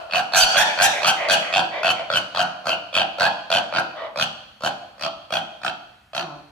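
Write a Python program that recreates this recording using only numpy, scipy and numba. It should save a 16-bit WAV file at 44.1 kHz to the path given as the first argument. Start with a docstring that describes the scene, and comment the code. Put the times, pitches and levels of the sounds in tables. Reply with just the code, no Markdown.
"""In a barn, close to a piglet held by the hind legs beside a concrete wall; a small stereo microphone.
An earlier bark is still dying away as the next begin, each a short roll of slow vocal-fold flaps
ringing in the throat. The hardest come early, break into a harsh scream and drive the limiter.
Hoarse gasps fall between the early barks. Then the animal tires, the barks come weaker and further
apart, and the last one ends in a soft moan."""
import sys
import numpy as np
from scipy import signal
from scipy.fft import rfft, irfft
from scipy.io import wavfile
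from scipy.ndimage import uniform_filter1d, minimum_filter1d
from numba import njit

SR = 44100
rng = np.random.default_rng(int(sys.argv[2]) if len(sys.argv) > 2 else 0)


def file_out(sig):
    """Save sig as 16-bit WAV at sys.argv[1]."""
    # one column per channel
    cols = np.atleast_2d(sig).T
    # limit, then scale
    lim = np.clip(cols, -1, 1)
    pcm = np.round(lim * 32767).astype(np.int16)
    wavfile.write(sys.argv[1], SR, pcm)


N = 287077

# damping of the five throat resonances, lowest first: (width [Hz])
THROAT_WIDTHS = [77.5, 183.6, 211, 223, 408]


def from_db(db):
    """Decibels to gain."""
    return 10 ** (np.asarray(db) / 20)


def rms_one(x):
    """Scale to rms 1."""
    return x / np.sqrt(np.mean(x ** 2) + 1e-20)


def at_hz(points, hz):
    """Read a curve on a log frequency axis."""
    points_hz, values = np.transpose(points)
    return np.interp(np.log(hz), np.log(points_hz), values)


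def filtered(x, hz, kind, order=2):
    """Butterworth filter."""
    return signal.sosfilt(signal.butter(order, hz, kind, fs=SR, output="sos"), x)


def wobble(count, hz):
    """Random wavering below hz, rms 1."""
    return rms_one(filtered(rng.standard_normal(count + 2000), hz, "low")[2000:])


def add(track, start, sound):
    """Mix a sound in at a time in seconds."""
    i = round(start * SR)
    track[i:i + len(sound)] += sound[:N - i]


@njit
def resonate(x, angle, r):
    """Two-pole resonance with a moving centre, gain 1 at its peak."""
    y = np.zeros(len(x))
    for i in range(2, len(x)):
        drive = (1 - r * r) / 2 * (x[i] - x[i - 2])
        y[i] = drive + 2 * r * np.cos(angle[i]) * y[i - 1] - r * r * y[i - 2]
    return y


def tract(x, centres_hz, widths_hz, levels_db):
    """An airway: resonances in parallel, signs alternating."""
    out = 0
    for k, (hz, width, db) in enumerate(zip(centres_hz, widths_hz, levels_db)):
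        angle = 2 * np.pi * hz / SR * np.ones(len(x))
        ring = resonate(x, angle, np.exp(-np.pi * width / SR))
        out = out + (-1) ** k * from_db(db) * ring / np.sqrt(width)
    return out


def pulses(hz, jitter):
    """One click a cycle, uneven in spacing and strength."""
    cycles = np.cumsum(hz * np.exp(jitter * wobble(len(hz), 400))) / SR
    return np.diff(np.floor(cycles), prepend=0) * from_db(2 * jitter * rng.standard_normal(len(hz)))


def partials(curve, levels_db, jitter, follows):
    """A wavering tone; the curve gives time, level and the pitch of partial number `follows`."""
    times, hz, db = np.transpose(curve)
    t = times[0] + np.arange(round((times[-1] - times[0]) * SR)) / SR
    pitch_hz = np.interp(t, times, hz) / follows * (1 + jitter * wobble(len(t), 190))
    phase = 2 * np.pi * np.cumsum(pitch_hz) / SR
    tone = sum(from_db(level) * np.sin((k + 1) * phase) for k, level in enumerate(levels_db))
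    return np.sqrt(2) * tone * from_db(np.interp(t, times, db)) * signal.windows.tukey(len(t), .15)


def still_air(level_db=-60):
    """Room tone of the barn: faint steady noise with a low hum, nearly centred."""
    # noise spectrum: (frequency [Hz], relative density [dB])
    spectrum = [(24, -65.5), (40, -12.5), (73, -9.5), (113, -8), (177, -13.5), (502, -33.5), (728, -23.5),
                (1730, -19.5), (3220, -30), (15000, -42.5)]
    hz = np.maximum(np.fft.rfftfreq(N, 1 / SR), 1)
    mid, side = irfft(rfft(rng.standard_normal((2, N))) * from_db(at_hz(spectrum, hz)), N)
    return from_db(level_db) * rms_one(mid + 0.13 * side * [[1], [-1]])


def lingering_bark():
    """An earlier bark dies away in the barn, diffuse and unlike at the microphone's two ports."""
    # its tail: (level [dB], fall [dB/s], five resonances [Hz], 2nd to 5th over the 1st [dB])
    tail = (-33.5, 69.5, 662.5, 1403.5, 2602.5, 3082.5, 4285.5, -5, -12.5, -13, -16)
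    level_db, fall_db_per_s = tail[:2]
    rings = [tract(rng.standard_normal(SR), tail[2:7], THROAT_WIDTHS, [0, *tail[7:]]) for port in "LR"]
    out = np.zeros((2, N))
    out[:, :SR] = rms_one(np.array(rings)) * from_db(level_db - fall_db_per_s * np.arange(SR) / SR)
    return out


def barn(x, shed_db=-9, shed_stretch=2.96):
    """Direct sound, then a dense tail dying band by band; the larger shed beyond rings on longer."""
    # reverberation of the barn: (frequency [Hz], time to fall 60 dB [s])
    decay_times = [(100, 0.2), (260, 0.37), (700, 0.25), (1800, 0.31), (4800, 0.32), (12800, 0.14)]
    # its strength at the microphone: (frequency [Hz], band gain [dB])
    echo_levels = [(100, -10), (300, 3), (700, 2), (2000, -4), (5000, -4.5), (13000, -13)]
    t = np.arange(SR) / SR
    response, edges_hz = np.zeros((2, SR)), 70 * 2 ** np.arange(0, 8, .5)
    for low, high in zip(edges_hz, edges_hz[1:]):
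        hz = np.sqrt(low * high)
        t60 = at_hz(decay_times, hz)
        alike = np.clip(.9 - hz / 1600, 0, 1)   # long waves reach both ports alike
        mid, side = filtered(rng.standard_normal((2, SR)), [low, high], "band")
        band = np.sqrt(1 + alike) * mid + np.sqrt(1 - alike) * side * [[1], [-1]]
        decay = np.hypot(from_db(-60 * t / t60), from_db(shed_db - 60 * t / (t60 * shed_stretch)))
        decay *= np.clip(t / 0.013, 0, 1)   # the echoes build up
        response += band * decay / np.sqrt(2 * np.sum(decay ** 2)) * from_db(at_hz(echo_levels, hz))
    response[0, 0] += 1
    response[1, 2] += 1   # the direct sound reaches the right port two samples later
    return signal.fftconvolve(x[None], response, axes=1)[:, :N]


def scattered(sound, decay_s=.003):
    """Bright scatter off hands, legs and housing, unlike at each port and new as the animal squirms."""
    t = np.arange(round(7 * decay_s * SR)) / SR
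    pattern = filtered(rng.standard_normal((2, len(t))), 1880, "high") * np.exp(-t / decay_s)
    return signal.fftconvolve(sound[None], pattern, axes=1) / np.sqrt(decay_s * SR / 2)


def moan():
    """The soft, sinking tone that ends the last bark, with its start time."""
    # its course: (time [s], pitch [Hz], level [dB])
    course = [(6.19, 194.6, -39), (6.235, 167.8, -47.5), (6.29, 151.7, -47), (6.33, 144.9, -46.5),
              (6.37, 147, -53), (6.42, 141.8, -58)]
    # its partials, lowest first: (gain [dB])
    partials_db = [-.5, -1.5, -13, -6, -1, -5, -3, -6, -6, -10]
    return course[0][0], partials(course, partials_db, jitter=.025, follows=1)


def whistle():
    """A high, rising tone inside the second bark's scream, with its start time."""
    # its course: (time [s], third partial [Hz], level [dB])
    course = [(0.361, 4264, -14), (0.375, 4424, -16), (.394, 4545, -18), (0.42, 4580, -8.5), (.44, 4553, 0)]
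    # its partials, lowest first: (gain [dB])
    partials_db = [-12, -4, 0, -14]
    return course[0][0], partials(course, partials_db, jitter=.022, follows=3)


def gasp(start, end, level_db, second_hz, *upper_db):
    """Air drawn past fluttering folds: noise lightly beaten by uneven slow flaps."""
    # 1st, 3rd, 4th and 5th throat resonance on the in-breath: (centre [Hz])
    inhale_hz = [607, 1940, 2390, 3160]
    t = np.arange(round((end - start + .05) * SR)) / SR
    flutter = filtered(pulses(np.full(len(t), 65.), jitter=0.28), 138, "low")
    air = rng.standard_normal(len(t)) * (8 + rms_one(flutter))
    swell = np.sin(np.pi * np.clip(t / (end - start), 0, 1)) ** .7
    centres_hz = [inhale_hz[0], second_hz, *inhale_hz[1:]]
    breath = tract(air * swell, centres_hz, THROAT_WIDTHS, [0, *upper_db, -11])
    return from_db(level_db) * rms_one(filtered(breath, [330, 4520], "band", order=3))


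def chest_boom(source, opening, peak_db):
    """The chest booms more as the breath runs out, and takes a larger share of a weak bark."""
    # chest resonances: (centre [Hz], width [Hz], gain [dB])
    modes = [(114, 26, -2), (184.3, 42, 3), (316, 102, -1)]
    gain_db = 17.5 - 0.32 * (peak_db + 18)
    return tract(source * opening ** 0.19, *np.transpose(modes)) * from_db(gain_db)


def treble_edge(bright):
    """The top of a bark, lifted by a high ring that stands out in a scream."""
    # the ring: (centre [Hz], width [Hz], gain [dB])
    high_ring = (5570, 1210, 6.4)
    hz, width, db = high_ring
    ringing = bright + tract(bright, [hz], [width], [db]) * np.sqrt(width)
    return filtered(filtered(ringing, 5940, "high", order=4), 4180, "low", order=1)


def nose(voice, scream_gain):
    """The nose draws off a band between the 2nd and 3rd resonance, less in a scream."""
    # the dip: (centre [Hz], width [Hz], depth [0-1])
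    dip = (2050, 500, .45)
    hz, width, depth = dip
    band = np.sqrt(width) * tract(voice, [hz], [width], [0])
    return voice - depth / np.sqrt(1 + scream_gain ** 2) * band


def throat(opening, fifth_db, first_hz, second_hz, travel, fourth_hz, second_db, shut_db, open_db):
    """The mouth opens through the bark and moves the centres and levels of five resonances; their widths stay
    fixed."""
    # 1st and 2nd resonance: (rise per unit of glide at mouth travel 1 [Hz])
    rises_hz = [125, 190.1]
    glide = 1.5 * opening ** .8 - .4
    mouth = np.clip((opening - .15) / .7, 0, 1)
    centres_hz = [hz + rise * travel * (glide - .5) for hz, rise in zip([first_hz, second_hz], rises_hz)]
    upper_hz = [(2525, 2610), (3290, fourth_hz), (4354, 4470)]   # 3rd to 5th: (shut [Hz], open [Hz])
    centres_hz += [shut + (wide - shut) * glide for shut, wide in upper_hz]
    centres_hz[2] = np.minimum(centres_hz[2], centres_hz[3] - 380)   # neighbours stay apart
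    upper_db = shut_db + (open_db - shut_db) * mouth
    trims_db = [second_db, upper_db, upper_db, fifth_db]
    base_db = [(.5, -2), (2, 0), (-2, 2), (-3, -6)]   # 2nd to 5th over the 1st: (shut [dB], open [dB])
    levels_db = [shut + (wide - shut) * mouth + trim for (shut, wide), trim in zip(base_db, trims_db)]
    return centres_hz, THROAT_WIDTHS, [0] + levels_db


def effort(opening, peak_db, swell_db, peak_at, sag_db=6):
    """Level in dB through a roll: a bent climb to the peak, then a sag to the last flap."""
    climb = np.clip(1 - opening / peak_at, 0, 1) ** 1.92
    return peak_db - swell_db * climb - sag_db * np.clip(opening - peak_at, 0, 1)


def scream(hz):
    """Tight folds buzz in rushing air; every second cycle is weaker, adding lines half-way between."""
    buzz = .5 * pulses(hz, jitter=.07) + pulses(hz / 2, jitter=.11)
    return rms_one(buzz - buzz.mean()) + .7 * rng.standard_normal(len(hz))


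def flap_roll(t, first, last, flaps, slowing=.09, puff_s=.0025):
    """The folds flap shut with a click and a puff of air, more slowly at both ends of the roll."""
    even = np.linspace(0, 1, round(flaps))
    times = first + (last - first) * (even + slowing * np.sin(2 * np.pi * even) / (2 * np.pi))
    times[1:-1] += rng.normal(0, .0007, len(times) - 2)
    clicks = np.zeros(len(t))
    clicks[((times - first) * SR).astype(int)] = from_db(rng.normal(0, 1.4, len(times)))
    clicks[t > last - .002] *= from_db(-5)   # the last flap is softer as the breath gives out
    puffs = signal.lfilter([1], [1, -np.exp(-1 / (puff_s * SR))], clicks) * rng.standard_normal(len(t))
    return rms_one(clicks + 0.31 * puffs)


def bark(first, last, flaps, peak_db, swell_db, peak_at, scream_db, treble_db, *throat_shape):
    """Slow flaps and a scream locked to the second resonance ring in the throat and chest."""
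    hoarse_db, scream_rise_s, release_s = -15, 0.027, 0.016
    t = first + np.arange(round((last - first + .075) * SR)) / SR
    opening = np.clip((t - first) / (last - first), 0, 1)
    peak_at = np.clip(peak_at, .05, 1)
    resonances = throat(opening, *throat_shape)
    roll = flap_roll(t, first, last, flaps)
    # a rasp lies under all flaps; the scream grows out of it shortly before the peak
    scream_start = first + 0.73 * peak_at * (last - first)
    scream_rise = np.clip((t - scream_start) / scream_rise_s, 0, 1)
    scream_gain = np.hypot(from_db(hoarse_db), from_db(scream_db) * scream_rise)
    rasp = scream_gain * scream(hz=resonances[0][1])
    flapping = roll * from_db(-0.45 * max(scream_db, 0))   # a throat tight enough to scream flaps less
    # effort holds the loudness, so a scream takes its share from the flaps
    level_db = effort(opening, peak_db, swell_db, peak_at)
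    release = np.clip((last + .012 - t) / release_s, 0, 1)
    breath = from_db(level_db) * release / np.sqrt(1 + scream_gain ** 2)
    source = (flapping + rasp) * breath
    voice = tract(source, *resonances) / np.std(tract(roll, *resonances))
    voice = nose(filtered(voice, 503, "high", order=6), scream_gain)
    # harder breath and a wider mouth are brighter
    bright_db = treble_db + 10.5 + 2.8 * (level_db - peak_db) + 8 * opening
    bright = (filtered(flapping, 3600, "low") + from_db(7.5) * rasp) * breath * from_db(bright_db)
    return voice + treble_edge(bright) + chest_boom(source, opening, peak_db)


def piglet():
    """All the animal's calls, and what is scattered of them close by into each port."""
    # rolls of flaps: (first flap [s], last flap [s], flaps [count], peak effort [dB], swell to it [dB],
    # peak place in the roll [0-1], scream [dB], treble [dB], 5th resonance trim [dB],
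    # 1st and 2nd resonance mid-glide [Hz], mouth travel [0-2], 4th resonance open [Hz],
    # 2nd resonance trim [dB], trim of 3rd and 4th when shut [dB], when open [dB])
    barks = [(0.097, 0.205, 10, -18.5, 28, 0.56, -5, -25, -2, 690, 1460, 1.09, 2860, -.5, -1.5, -0.5),
             (0.322, 0.446, 12, -8.5, 22.5, 0.36, 2.5, -11, 1.5, 700, 1523, 0.039, 3250, 1.5, -7, 3),
             (0.534, 0.631, 10, -9, 27, 0.48, 6, -20.5, -4, 662, 1595, 1.56, 3490, 1.5, -1, -3),
             (0.775, 0.865, 9, -10.5, 15, 0.63, 6.5, -17, -4, 684, 1592, 0.88, 3690, 0, -9, -0.5),
             (1.019, 1.106, 8, -14, 13.5, .65, 5, -23, 2, 708, 1310, 1.93, 3100, 2, -1.5, -0.5),
             (1.286, 1.349, 7, -11.5, 11, 0.43, 2.5, -18.5, 3, 662, 1587, 0.28, 3010, 0.5, .5, 2),
             (1.526, 1.603, 8, -15.5, 13.5, 0.78, -10, -28, -1, 715, 1514, 0.48, 3180, -2, 1, -4.5),
             (1.832, 1.914, 8, -19, 5, 1, -1, -26, -0.5, 690, 1480, .2, 3100, 0, 1, -2),
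             (1.995, 2.032, 4, -38.5, -3.5, 0, 0, -49, -4, 670, 1490, 0.067, 3230, -5, -18, -23),
             (2.101, 2.182, 8, -20.5, 7.5, 0.82, 0, -24, 5, 602, 1470, 0.32, 2990, 5.5, -8, 5),
             (2.348, 2.426, 8, -19.5, 8.5, 0.99, -16, -20.5, -1.5, 688, 1386, 0.82, 3030, 1.5, -7.5, -2.5),
             (2.643, 2.743, 9, -21, 25, .28, -5, -25.5, -3.5, 640, 1435, 0.79, 2910, -2, -13.5, 2.5),
             (2.928, 3.03, 10, -18.5, 19.5, 0.32, -18, -22.5, -4, 688, 1465, 1.2, 3030, -2, 0, -2),
             (3.184, 3.276, 9, -17, 14, 0.52, -2.5, -32, -4, 698, 1550, 1.17, 3210, -3.5, -10, -7.5),
             (3.502, 3.595, 9, -17.5, 12.5, 0.37, -15, -21.5, -0.5, 680, 1511, .3, 3080, -2, -3.5, -2.5),
             (3.725, 3.796, 7, -15, 19, 1, -5.5, -32, -0.5, 683, 1423, 1.03, 2870, 3.5, -1, -7),
             (4.159, 4.238, 7, -20.5, 12.5, 0.83, -15, -16.5, 3, 685, 1415, 1.43, 3210, 2.5, -9, 2.5),
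             (4.607, 4.688, 7, -21.5, 24.5, 0.65, -20, -19.5, 0, 666, 1417, 1.74, 3120, -1.5, -7, -2.5),
             (4.981, 5.077, 8, -25, 28, 0.66, -23, -31, 3.5, 610, 1273, 0.44, 3170, 1, -0.5, -0.5),
             (5.305, 5.386, 6, -20.5, 17.5, 0.44, -11, -22, -3.5, 686, 1478, 1.03, 3200, -2, -3, -2.5),
             (5.616, 5.696, 6, -25, 22.5, 0.5, -19, -20.5, 0.5, 735, 1445, 0.46, 3180, 1, -9, 0.5),
             (6.132, 6.226, 7, -26.5, 14.5, 0.29, -37, -15.5, 1, 703, 1370, 0.62, 3160, 2, -4, -5.5)]
    # in-breaths: (start [s], end [s], level [dB], 2nd resonance [Hz], 2nd to 4th over the 1st [dB])
    gasps = [(0.658, 0.76, -33.5, 1460, -26, -17, 7), (0.919, 1.024, -34, 1470, -16, -1.5, -2),
             (1.16, 1.316, -29.5, 1150, -5, -2.5, -2.5), (1.397, 1.56, -35.5, 1240, 1, 2, 3),
             (1.707, 1.845, -33, 1090, -9, -1.5, -7), (1.95, 2.05, -39.5, 1490, -16, -1, 3),
             (3.948, 4.094, -36, 1130, -4, -7.5, -14.5)]
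    calls = [(row[0], bark(*row)) for row in barks] + [(row[0], gasp(*row)) for row in gasps]
    calls += [whistle(), moan()]
    voice, scatter = np.zeros(N), np.zeros((2, N))
    for start, sound in calls:
        add(voice, start, sound)
        for port, part in zip(scatter, scattered(sound)):
            add(port, start, part)
    return voice, scatter


def scene():
    """What reaches the microphone: the piglet close by, a touch louder on the right, the barn around."""
    voice, scatter = piglet()
    return (barn(voice) + scatter) * from_db([[-1.2], [-.8]]) + lingering_bark() + still_air()


def record(dry, threshold_db=-4, release_db_per_s=150, ceiling=.68, cutoff_hz=16200):
    """The small microphone limits loud barks; lopsided overload adds a thump; the top is cut."""
    peaks = -minimum_filter1d(-np.abs(dry).max(axis=0), size=88)
    level_db = 20 * np.log10(peaks + 1e-9)
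    ramp_db = release_db_per_s * np.arange(N) / SR
    held_db = np.maximum.accumulate(level_db + ramp_db) - ramp_db
    over_db = np.maximum(held_db - threshold_db, 0)
    limited = dry * from_db(-.7 * uniform_filter1d(over_db, size=44))
    thump = filtered(limited ** 4, [18, 90], "band") * [[.5], [-1.1]]
    rounded = ceiling * np.tanh((limited + thump) / ceiling)
    return signal.sosfilt(signal.cheby2(12, 70, cutoff_hz, fs=SR, output="sos"), rounded)


dry = scene()
out = record(dry)
file_out(out)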